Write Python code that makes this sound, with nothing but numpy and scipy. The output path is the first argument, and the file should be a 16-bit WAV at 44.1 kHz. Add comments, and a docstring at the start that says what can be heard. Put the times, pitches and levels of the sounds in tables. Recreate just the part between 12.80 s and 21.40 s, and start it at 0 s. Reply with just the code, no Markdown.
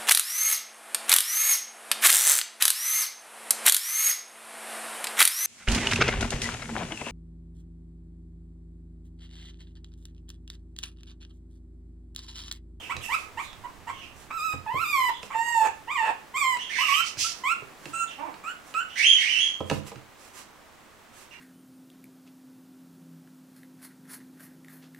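"""A shrill yelp from farther off, carried mostly by the room, sounds as fur brushes boards in a quiet room.
Puppies whine and yip in a wooden box on a tiled floor, a little to the right: gliding harmonic voices.
Paws knock and scrape on the box, as decaying modes, thuds and shaped friction noise; one puppy tumbles
over the edge, lands on the tiles and pads away. Echoes, box reflections and a diffuse tail add the space."""
import sys
import numpy as np
from scipy import signal
from scipy.fft import rfft, irfft
from scipy.io import wavfile

SR = 44100
rng = np.random.default_rng(int(sys.argv[2]) if len(sys.argv) > 2 else 0)


def transcribe(signal):
    """Save signal, clipped to [-1, 1], as a 16-bit WAV file at the path in sys.argv[1]."""
    frames = np.atleast_2d(signal).T
    limited = np.clip(frames, -1, 1)
    pcm = np.round(limited * 32767).astype(np.int16)
    wavfile.write(sys.argv[1], SR, pcm)


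N = 379260
TIME = np.arange(N) / SR
EDGE_HZ = 15850  # upper band limit

# broadband spectrum shared by claw impacts and breath: [f/Hz, level/dB]
CLAW_COLOUR = [(300, -12), (1500, -4), (2700, -4), (3300, -11.5), (4000, -8.5), (7000, -15.5), (10000, -25),
               (16000, -38)]


def amp(db):
    """Level definition: decibels to an amplitude ratio."""
    return 10 ** (np.asarray(db) / 20)


def unit(x):
    """Normalisation to rms 1."""
    return x / np.sqrt(np.mean(x ** 2) + 1e-20)


def read(points, hz):
    """Interpolation of a spectrum along logarithmic frequency."""
    f, value = np.transpose(points)
    return np.interp(np.log(hz + 1), np.log(f + 1), value)


def curves(rows):
    """Piecewise-linear trajectories: the sample times of a table, then its interpolated columns."""
    s, *columns = np.transpose(rows)
    t = np.arange(s[0], s[-1], 1 / SR)
    return [t] + [np.interp(t, s, c) for c in columns]


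def add(mix, s, sound):
    """Superposition of a sound onto the mix from time s."""
    part = mix[max(0, round(s * SR)):][:len(sound)]
    part += sound[:len(part)]


def track(sounds):
    """Superposition of (s, sound) pairs on one track."""
    mix = np.zeros(N)
    for s, sound in sounds:
        add(mix, s, sound)
    return mix


def noise(colour, size):
    """Spectral shaping of white noise, scaled to rms 1."""
    hz = np.fft.rfftfreq(size, 1 / SR)
    white = rng.standard_normal(size)
    return unit(irfft(rfft(white) * amp(read(colour, hz)), size))


def waver(rate_hz, size):
    """Low-pass random modulation of up to a second, with rms 1 over that second."""
    hz = np.fft.rfftfreq(SR, 1 / SR)
    white = rng.standard_normal(SR)
    return unit(irfft(rfft(white) / (1 + (hz / rate_hz) ** 4), SR))[:size]


def fade(t, edge):
    """Sine-squared onset and release, each edge seconds long."""
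    nearest_end = np.minimum(t - t[0], t[-1] - t)
    return np.sin(np.pi / 2 * np.clip(nearest_end / edge, 0, 1)) ** 2


def gesture(s, length):
    """Time base of a short call: sample times, progress from 0 to 1, and a half-sine arch."""
    t = np.arange(s, s + length, 1 / SR)
    u = (t - s) / length
    return t, u, np.sin(np.pi * u)


def floor(apart=1.0):
    """Partial coherence: room noise partly shared by two microphones, over a common low rumble."""
    # spectrum of the quiet room: [f/Hz, relative level/dB]
    air_colour = [(15, -37), (25, -23), (93, -10.5), (253, -3.5), (389, -7.5), (509, -7.5), (1170, -6.5),
                  (1410, -9.5), (1950, -10.5), (4620, -20), (7910, -21.5), (9810, -28), (15500, -24.5)]
    # air noise before channel balance: [t/s, level/dB]
    air_level = [(0, -48.5), (1.4, -52), (5, -49), (8.6, -53.5)]
    # low rumble before channel balance: [t/s, level/dB]
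    rumble_level = [(0, -54), (1.3, -54), (3.5, -63.5), (8.6, -67)]
    # [f/Hz, level/dB]
    rumble_colour = [(15, -2.0), (30, 1), (45, -3.5), (85, 1.0), (140, -7.5), (400, -14), (2000, -76)]
    air = noise(air_colour, N) + apart * np.array([noise(air_colour, N), noise(air_colour, N)])
    rumble = noise(rumble_colour, N)
    air = unit(air) * amp(np.interp(TIME, *np.transpose(air_level))) * amp([[-1], [.5]])
    return air + rumble * amp(np.interp(TIME, *np.transpose(rumble_level))) * amp([[-5], [4]])


def room(x, build=0.0057):
    """Diffuse reverberation: independent tails per channel, each band with its own decay time."""
    # reverberation time of the room: [f/Hz, t60/s]
    decay = [(200, 0.38), (700, 0.31), (1700, 0.38), (3200, 0.38), (6000, 0.36), (14000, 0.16)]
    hz, t, z = signal.stft(rng.standard_normal((2, SR)), SR, nperseg=256)
    t60 = read(decay, hz)[:, None]
    envelope = amp(-60 * t / t60) * (1 - np.exp(-t / build))
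    tail = signal.istft(z * envelope, SR, nperseg=256)[1]
    tail /= np.linalg.norm(tail, axis=1, keepdims=True)
    return signal.fftconvolve(x[None], tail, axes=1)[:, :N]


def box(x, t60=0.1):
    """Dense early reflections: a quick decaying spray between the walls of the box."""
    t = np.arange(SR // 12) / SR
    spray = rng.standard_normal((2, len(t))) * amp(-60 * t / t60) * (t > .003)
    spray /= np.linalg.norm(spray, axis=1, keepdims=True)
    return signal.oaconvolve(x[None], spray, axes=1)[:, :N]


def reflect(x):
    """Comb interference: direct sound plus delayed copies makes gliding notes swell and dip."""
    # first reflections off box and floor, a list for the left then the right: [delay t/s, gain]
    echoes = [
        [(.0023, .14), (.0061, .14)],
        [(.0031, 0.21), (.0074, .12)],
    ]

    def echo(delay, gain):
        """Propagation delay: an attenuated later copy."""
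        return gain * np.interp(TIME - delay, TIME, x, left=0)

    return np.array([x + sum(echo(*row) for row in port) for port in echoes])


def grumble():
    """Source-filter voice: a low gruff unsteady harmonic stack through a half-closed mouth."""
    # a grumble from across the room: [t/s, mean pitch f/Hz, level/dB]
    path = [(5.378, 270.6, -32.5), (5.42, 310.7, -35.5), (5.455, 350, -40), (5.48, 263, -35.5),
            (5.52, 245, -51)]
    # filtering by throat and mouth: [f/Hz, level/dB]
    throat = [(150, -32), (300, -4), (550, -5), (950, 8), (1500, -12.5), (2500, -10.5), (5000, -52)]
    t, hz, level_db = curves(path)
    turns = np.cumsum(hz * (1 + .022 * waver(120, len(t)))) / SR
    stack = sum(amp(read(throat, k * hz)) * np.sin(2 * np.pi * k * turns) for k in range(1, 13))
    return t[0], amp(level_db) * unit(stack) * fade(t, 0.014)


def squeal(t, hz, level_db, jitter=0.0299, wheeze=0.0706, firm_db=-32, flutter=0.2,
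           second_db=-17.5, third_db=-30, grain_db=3):
    """Unstable phonation: shaky and rasping when low, wheezy when weak, nearly pure when loud and high."""
    # rasping air in a distant yelp: [f/Hz, level/dB]
    rasp_colour = [(800, -51), (2000, 6.5), (3000, -2), (3900, -5.5), (5000, -6), (6000, -2.5), (7200, -17),
                   (9000, -13.5), (11000, -30), (15500, -24)]
    size = len(t)
    weak = np.clip((firm_db - level_db) / 10, 0, 1)
    shake = jitter * np.minimum((2700 / hz) ** 4, 2) * waver(136.3, size)
    shake = shake + wheeze * weak * waver(434, size)
    turns = np.cumsum(hz * (1 + shake)) / SR
    harmonics_db = [0, second_db, third_db]
    stack = sum(amp(db) * np.sin(2 * np.pi * (k + 1) * turns) for k, db in enumerate(harmonics_db))
    voice = amp(level_db) * unit(stack * (1 + flutter * waver(220, size)))
    # above the knee, rasp grows only 0.152 dB for each dB of voice
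    knee_db = -23
    rasp_db = np.minimum(level_db, knee_db + 0.152 * (level_db - knee_db))
    # it lies 11 dB lower at 2.7 kHz and clears by 17 dB per octave as the pitch climbs
    rasp_db = rasp_db - 11 - 17 * np.log2(hz / 2700)
    rasp = amp(rasp_db + grain_db * waver(150, size)) * noise(rasp_colour, size)
    return t[0], (voice + rasp) * fade(t, 0.0016)


def yelp(s, length, from_hz, to_hz, arch_hz, level_db, swell_db):
    """Frequency modulation: a short squeal on one bent glide."""
    t, u, arch = gesture(s, length)
    hz = from_hz + (to_hz - from_hz) * u + arch_hz * arch
    return squeal(t, hz, level_db + swell_db * (u - .5))


def scuff(s, length, level_db, grain_db=2):
    """Sliding friction: grainy noise of a paw that swells and fades."""
    # paws and fur sliding on wood and tile: [f/Hz, level/dB]
    colour = [(200, -9), (900, 0), (2000, -1), (3500, -6), (7500, -3.5), (10000, -8), (16000, -17)]
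    size = int(length * SR)
    grain = amp(level_db + grain_db * waver(140, size))
    return s, grain * noise(colour, size) * np.sin(np.linspace(0, np.pi, size))


def hiss(s, rise, fall, level_db, colour, sag_db=15, grain_db=-1.0):
    """Stroke friction: sputtering noise swells, then sags as the paw slows."""
    t = np.arange(0, rise + fall, 1 / SR)
    swell = np.sin(np.pi / 2 * np.minimum(t / rise, 1)) ** 2
    shape = swell * amp(-sag_db * np.maximum(t - rise, 0) / fall)
    return s, shape * amp(level_db + grain_db * waver(200, len(t))) * noise(colour, len(t))


def ring(modes, t):
    """Modal superposition: decaying partials, slightly detuned for each blow."""
    def mode(hz, db, t60):
        """Damped resonance with a random sign."""
        detuned_hz = hz * rng.uniform(0.95, 1.03)
        return amp(db - 60 * t / t60) * np.sin(2 * np.pi * detuned_hz * t) * rng.choice([-1, 1])

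    return sum(mode(*row) for row in modes)


def knock(s, thud_db, thud_hz, wood_db, claw_db, thud_t60=0.16, claw_t60=0.024, soft=0.0026):
    """Impact excitation: a soft weight thuds, the boards ring briefly, a claw clicks."""
    # modes of the boards before detuning: [f/Hz, level/dB, t60/s]
    wood = [(142, -15.5, 0.12), (204, -3, 0.15), (439, -3.5, 0.11), (505.5, -2, 0.11), (557, -1, 0.061),
            (662, -2, 0.045), (794, -1, 0.057), (1025, 6, 0.019), (1293, -3, 0.028)]
    # noise in the thud: [f/Hz, level/dB]
    thud_colour = [(30, -22), (60, -12), (85, 2), (140, 3), (200, -13), (320, 2), (700, -47), (2000, -71)]
    # modes of a claw on a hard surface before detuning: [f/Hz, level/dB, t60/s]
    clack = [(2604, -6.5, 0.069), (2780, 0.5, 0.023), (3910, -7.5, 0.032), (4150, -21, .02),
             (6600, -17, .02)]
    t = np.arange(SR // 2) / SR
    pitch = thud_hz * (1 + 0.27 * np.exp(-t / 0.015))  # the body is stiffest as it lands, then gives
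    tone = np.sin(2 * np.pi * np.cumsum(pitch) / SR)
    thud = amp(-60 * t / thud_t60) * (0.63 * noise(thud_colour, len(t)) + tone)
    body = amp(thud_db) * thud + 0.64 * amp(wood_db) * ring(wood, t)
    claw = 0.84 * noise(CLAW_COLOUR, len(t)) * amp(-60 * t / claw_t60) + 0.57 * ring(clack, t)
    return s, body * (1 - np.exp(-t / soft)) + amp(claw_db) * claw


def cry(t, hz, level_db, open_db, press_db, rough, build_s, tilt_db, nasal_hz, lift_db,
        tremor=0.004, flutter=0.0044, jitter=0.1103, shimmer=0.89, half_share=0.32, air_db=-34):
    """Source-filter phonation: a harmonic stack whose rough cycles vary and alternate strong and weak."""
    # colour of the small throat above the fundamental: [f/Hz, level/dB]
    throat = [(1700, 18.5), (2400, 18), (3000, 12.5), (3800, -1.5), (5000, -3), (6200, -10.5), (7500, -0.5),
              (8600, -5), (9800, -35), (11500, -9.5), (12800, -14.5), (15500, -20)]
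    size = len(t)
    shake = tremor * waver(77, size) + (flutter + jitter * rough) * waver(300, size)
    turns = np.cumsum(hz * (1 + shake)) / SR

    k = np.arange(2, 19)[:, None]
    harmonic_hz = k * hz
    nasal_octaves = 0.14  # half width of the resonance, at 1/e of its dB lift
    nasal_db = lift_db * np.exp(-(np.log2(harmonic_hz / nasal_hz) / nasal_octaves) ** 2)
    gains = amp(read(throat, harmonic_hz) + nasal_db) * (harmonic_hz < EDGE_HZ)

    # an open mouth moves the voice into the harmonics near 2.5 kHz; pressed folds lift the ones above
    upper = np.clip((harmonic_hz - 3400) / 400, 0, 1)
    mouth = gains * (1 - upper)
    press = gains * upper * amp(tilt_db * np.log2(np.minimum(harmonic_hz, 8000) / 6000))
    # upper harmonics grow by 10.5 dB per octave of pitch and 0.42 dB per dB of mouth opening
    upper_db = press_db + 10.5 * np.log2(hz / 1100) + 0.42 * open_db
    # they start 12 dB down, until pressure builds
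    upper_db = upper_db - 12 * np.exp(-((t - t[0]) / build_s) ** 2)
    fundamental = 1 / np.hypot(1, amp(open_db))
    mouth_gains = fundamental * amp(open_db) * mouth / np.linalg.norm(mouth, axis=0)
    gains = mouth_gains + amp(upper_db) * press / np.linalg.norm(press, axis=0)

    # an echo in the box partly cancels the fundamental: 4 dB at 1230 Hz
    dip = amp(-4 * np.exp(-((hz - 1230) / 39) ** 2))
    overtones = (gains * np.sin(2 * np.pi * k * turns)).sum(0)
    voice = np.sqrt(2) * (dip * fundamental * np.sin(2 * np.pi * turns) + overtones)
    # the half-pitch cosine makes alternate cycles strong and weak
    voice *= 1 + rough * (shimmer * waver(430, size) + half_share * np.cos(np.pi * turns))
    air = amp(air_db) * (1 + 4 * rough) * noise(CLAW_COLOUR, size)
    return t[0], amp(level_db) * (voice + air) * fade(t, .008)


def yip(s, length, from_hz, to_hz, level_db, swell_db, open_db, press_db, rough, lift_db):
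    """Articulated glide: the pitch slides in an S while the mouth opens and shuts once."""
    t, u, arch = gesture(s, length)
    hz = from_hz + (to_hz - from_hz) * np.sin(np.pi / 2 * u) ** 2
    mouth_db = open_db - 7.5 * (1 - arch)  # 7.5 dB more closed at both ends
    roughness = rough * (1 - 0.55 * arch)  # 55 % of it clears in the middle
    return cry(t, hz, level_db + swell_db * (u - .5), mouth_db, press_db, roughness,
               build_s=0.0031, tilt_db=3, nasal_hz=7410, lift_db=lift_db)


def whine(rows, rough_start, rough_end, press_db, build_s, tilt_db, nasal_hz, lift_db):
    """Phonation onset and offset: a gliding cry catches roughly, holds clean and breaks up as it ends."""
    t, hz, level_db, open_db = curves(rows)
    breaking = np.exp(-((t - t[0]) / rough_start) ** 4) + np.exp(-((t[-1] - t) / rough_end) ** 4)
    rough = 0.012 + 0.47 * breaking  # held note, plus the voice catching or giving out
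    return cry(t, hz, level_db, open_db, press_db, rough, build_s, tilt_db, nasal_hz, lift_db)


def far_cries():
    """Superposition of the distant yelps, squeals and grumble."""
    # short yelps: [t/s, length t/s, start f/Hz, end f/Hz, arch f/Hz, level/dB, swell/dB]
    yelps = [(0, 0.082, 3357, 2477, -250, -42.5, -5), (0.208, 0.044, 3376, 2550, -150, -38, 12),
             (0.631, .08, 3720, 3500, -1, -50.5, -9), (1.102, .14, 3040, 2520, 197.5, -46.5, 10),
             (2.279, 0.098, 2990, 3350, 2, -46.5, 8), (3.788, 0.088, 2685, 2750, 623, -36.5, -15),
             (5.272, 0.049, 3265, 2530, 100, -41.5, 5), (6.073, 0.078, 2680, 3000, 103, -43, 6),
             (8.509, 0.035, 2904, 1990, -3, -45.5, -2)]
    # one table for each long squeal: [t/s, mean pitch f/Hz, level/dB]
    squeals = [
        [(3.895, 1907, -33.5), (3.925, 2255, -30), (3.965, 1879, -28), (4.015, 2950, -23), (4.05, 2775, -29),
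         (4.09, 2090, -26.5), (4.145, 3117, -19), (4.18, 2817, -35.5), (4.24, 2266, -37)],
        [(6.155, 1844, -35), (6.19, 2103, -22), (6.225, 2277, -21), (6.258, 3176, -11.5), (6.295, 3277, -16.5),
         (6.335, 3166, -15.5), (6.37, 2840, -25), (6.395, 1860, -28), (6.45, 2145, -26), (6.505, 3092, -19.5),
         (6.56, 2637, -26), (6.615, 3320, -18), (6.685, 3180, -28), (6.72, 3210, -48)],
    ]
    return track([yelp(*row) for row in yelps] + [squeal(*curves(rows)) for rows in squeals] + [grumble()])


def friction_strokes():
    """Superposition of friction noises from paws and fur."""
    # sliding paws and fur: [t/s, length t/s, level/dB]
    scuffs = [(0.273, 0.2, -47), (0.588, 0.088, -47.5), (1.33, 0.14, -53.5), (2.41, 0.069, -49.5),
              (4.484, 0.16, -52.5), (4.981, 0.21, -51), (5.833, 0.11, -52), (6.85, 0.15, -45),
              (7.047, 0.057, -44), (7.362, 0.15, -52), (7.519, .12, -45), (8.309, .16, -51.5),
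              (8.495, 0.05, -64)]
    # sharp hissing scrapes: [t/s, rise t/s, fall t/s, level/dB]
    scrapes = [(4.219, 0.051, 0.048, -33), (4.362, 0.049, .11, -23)]
    # a paw scraping hard on wood: [f/Hz, level/dB]
    scrape_colour = [(500, -48), (1800, -14.5), (2700, -1.5), (3800, -3), (5000, 3), (6500, 0.5),
                     (8000, -7.5), (10500, -14), (12500, -23), (16000, -22)]
    # fur brushing the boards: [t/s, rise t/s, fall t/s, level/dB]
    brushes = [(0, .015, 0.14, -57), (.2, 0.043, 0.082, -43)]
    # brushing fur: [f/Hz, level/dB]
    brush_colour = [(1000, -16), (4000, -15), (7000, 7), (9500, 1), (12000, 1), (15500, -12)]
    sounds = [scuff(*row) for row in scuffs]
    sounds += [hiss(*row, scrape_colour) for row in scrapes]
    sounds += [hiss(*row, brush_colour) for row in brushes]
    return track(sounds)


def paw_knocks():
    """Superposition of impacts on wood and tile, including the tumble and the steps away."""
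    # paws and bodies: [t/s, thud level/dB, settled thud f/Hz, knock level/dB, claw click level/dB]
    knocks = [(0.153, -36, 80, -49, -49), (0.166, -42, 84, -42, -27), (.73, -67, 90, -54, -41),
              (1.736, -35, 87, -35, -48), (1.94, -32.5, 92, -32, -51), (2.43, -63, 120, -38, -31),
              (3.771, -55, 99, -52, -34), (4.371, -40.5, 85.5, -64, -41), (4.82, -43, 353, -44, -65),
              (5.056, -37.5, 286, -38, -32.5), (5.541, -62, 141, -46, -42), (5.94, -65, 138, -45, -32.5),
              (6.805, -27, 86, -22.5, -40), (6.899, -36, 140, -26.5, -21), (6.912, -22.5, 138, -18, -29),
              (6.93, -29.5, 85, -43, -50), (7.035, -42, 91, -60, -53), (7.066, -67, 90, -46, -41),
              (7.117, -54, 90, -33.5, -44), (7.158, -39, 112, -52, -43)]
    return track(knock(*row) for row in knocks)


def near_cries():
    """Superposition of the yips and whines in the box."""
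    # short yips: [t/s, length t/s, start f/Hz, end f/Hz, level/dB, swell/dB, widest mouth opening/dB,
    # pressure/dB, roughness (0-1), nasal lift/dB]
    yips = [(0.093, 0.038, 956, 1315, -29, -4, 0, -18, 0.43, 3),
            (0.285, 0.072, 896, 1286, -26, 13, 1, -17, 0.2, -6),
            (0.569, .05, 888, 1251, -30, 0, -1, -19, 0.27, 2),
            (.835, 0.034, 974, 977, -33.5, 0, -13.5, -21, 0.5, 8),
            (1.067, 0.048, 914, 1107, -33, 8.5, -5.5, -15, 0.69, 4),
            (4.439, .034, 1273, 1394, -33, -7, -3, -23, 0.08, 3),
            (4.634, 0.099, 1014, 1386, -24, 0.5, 2, -19.5, 0.04, 4),
            (5.129, 0.12, 1338, 1365, -31.5, 4, 1, -9.5, 0.15, 31),
            (5.634, 0.089, 1200, 1481, -33.5, -0.5, -5, -17.5, 0.3, 8),
            (5.942, 0.085, 1264, 1471, -27.5, -4, -3.5, -19.5, 0.21, 10)]
    # one table for each long whine: [t/s, mean pitch f/Hz, level/dB,
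    # mouth opening/dB = lower overtones re fundamental]
    whines = [
        [(1.502, 1138, -29.5, -8), (1.53, 1295, -37.5, -7), (1.56, 1345, -35.5, -11), (1.6, 1214, -27.5, -8.5),
         (1.655, 1326, -30.5, -7), (1.7, 1250, -28, -8), (1.738, 1250, -26.5, -10)],
        [(1.859, 938, -34, -16), (1.882, 840, -31.5, -6), (1.915, 992, -28, -15.5), (1.965, 1067, -27, -5.5),
         (2.02, 1417, -29, -4.5), (2.06, 1176, -26.5, 0), (2.1, 1240, -27, 6), (2.16, 1094, -21.5, -5),
         (2.23, 1002, -21.5, -6), (2.282, 1005, -20.5, -8), (2.305, 850, -29.5, -10)],
        [(2.499, 979, -31.5, -10), (2.524, 1230, -34, -7), (2.541, 900, -38, 1), (2.55, 892.4, -24, -9.5),
         (2.6, 917, -25.5, -8.5), (2.64, 943.4, -37, 14), (2.685, 948, -23, -6.5), (2.73, 927, -29.5, 2.5),
         (2.78, 901.4, -18.5, -16), (2.83, 866.5, -24, -7.5), (2.882, 873, -23, -8)],
        [(3.072, 821, -34, -10), (3.12, 1222, -25.5, 4), (3.15, 1194, -27, -6.5), (3.18, 942, -25, 1.5),
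         (3.228, 870, -24.5, -5), (3.25, 905.4, -26, -0.5), (3.32, 822, -25, -10)],
        [(3.537, 1008, -31.5, -7), (3.56, 1068, -25.5, 1.5), (3.582, 1248, -25.5, 1), (3.645, 1049, -22, 0),
         (3.69, 1036, -25, -2), (3.74, 982.6, -24, -5), (3.775, 992, -37, -2)],
        [(3.982, 972, -21.5, 2), (4.005, 1031, -25, -3), (4.035, 1280, -29.5, -9), (4.065, 1214, -29.5, -6),
         (4.1, 1079, -23, -13), (4.15, 1183, -24, -9), (4.195, 1310, -25, 1.5), (4.215, 1390, -28, -11)],
    ]
    # voice of each whine: [rough start t/s, rough end t/s, pressure/dB, pressure build-up t/s,
    # treble tilt/(dB per octave), nasal centre f/Hz, nasal lift/dB]
    voices = [(0.023, 0.013, -12, 0.024, -1, 12800, 7), (0.0086, 0.015, -14, 0.12, -3, 11730, 12),
              (0.057, 0.0552, -10, 0.078, 6, 7050, 6.5), (.01, 0.0843, -18.5, 0.045, 0, 7300, 5.5),
              (0.0055, 0.0096, -12, 0.015, 4.5, 7400, 5.5), (0.0046, 0.012, -11, .02, 2, 11500, 8.5)]
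    return track([yip(*row) for row in yips] + [whine(rows, *voice) for rows, voice in zip(whines, voices)])


def scene():
    """Direct-to-reverberant balance: near sounds arrive more directly, far cries by way of the room."""
    far, slides, paws, cries = far_cries(), friction_strokes(), paw_knocks(), near_cries()
    # the paired gains are left and right, in dB
    distant = amp(-7.5) * reflect(far) + amp(-7) * box(far) + amp(-3.0) * room(far)
    distant = distant * amp([[-6], [2.7]])
    friction = amp(-6) * reflect(slides) + amp(-2.5) * box(slides) + amp(-7.0) * room(slides)
    friction = friction * amp([[-5], [2.5]])
    blows = (reflect(paws) + amp(-5) * room(paws)) * amp([[-3], [2.5]])
    near = amp(-3.5) * reflect(cries) + amp(-6) * box(cries) + amp(-8) * room(cries)
    near = near * amp([[-3.7], [2]])
    return floor() + distant + friction + blows + near


def record(dry):
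    """Linear filtering: the left microphone is thinner in bass and duller on top; both are band-limited."""
    # [f/Hz, level/dB]
    left_colour = [(25, -11), (70, -7.5), (140, -7.5), (300, -1.5), (600, 1), (7000, -1),
                   (10800, 3.5), (11800, -2.5), (16000, -23)]
    hz = np.fft.rfftfreq(N, 1 / SR)
    left = irfft(rfft(dry[0]) * amp(read(left_colour, hz)), N)
    low_pass = signal.firwin(511, EDGE_HZ, window=("kaiser", 9), fs=SR)
    return signal.oaconvolve(np.array([left, dry[1]]), low_pass[None], "same")


dry = scene()
out = record(dry)
transcribe(out)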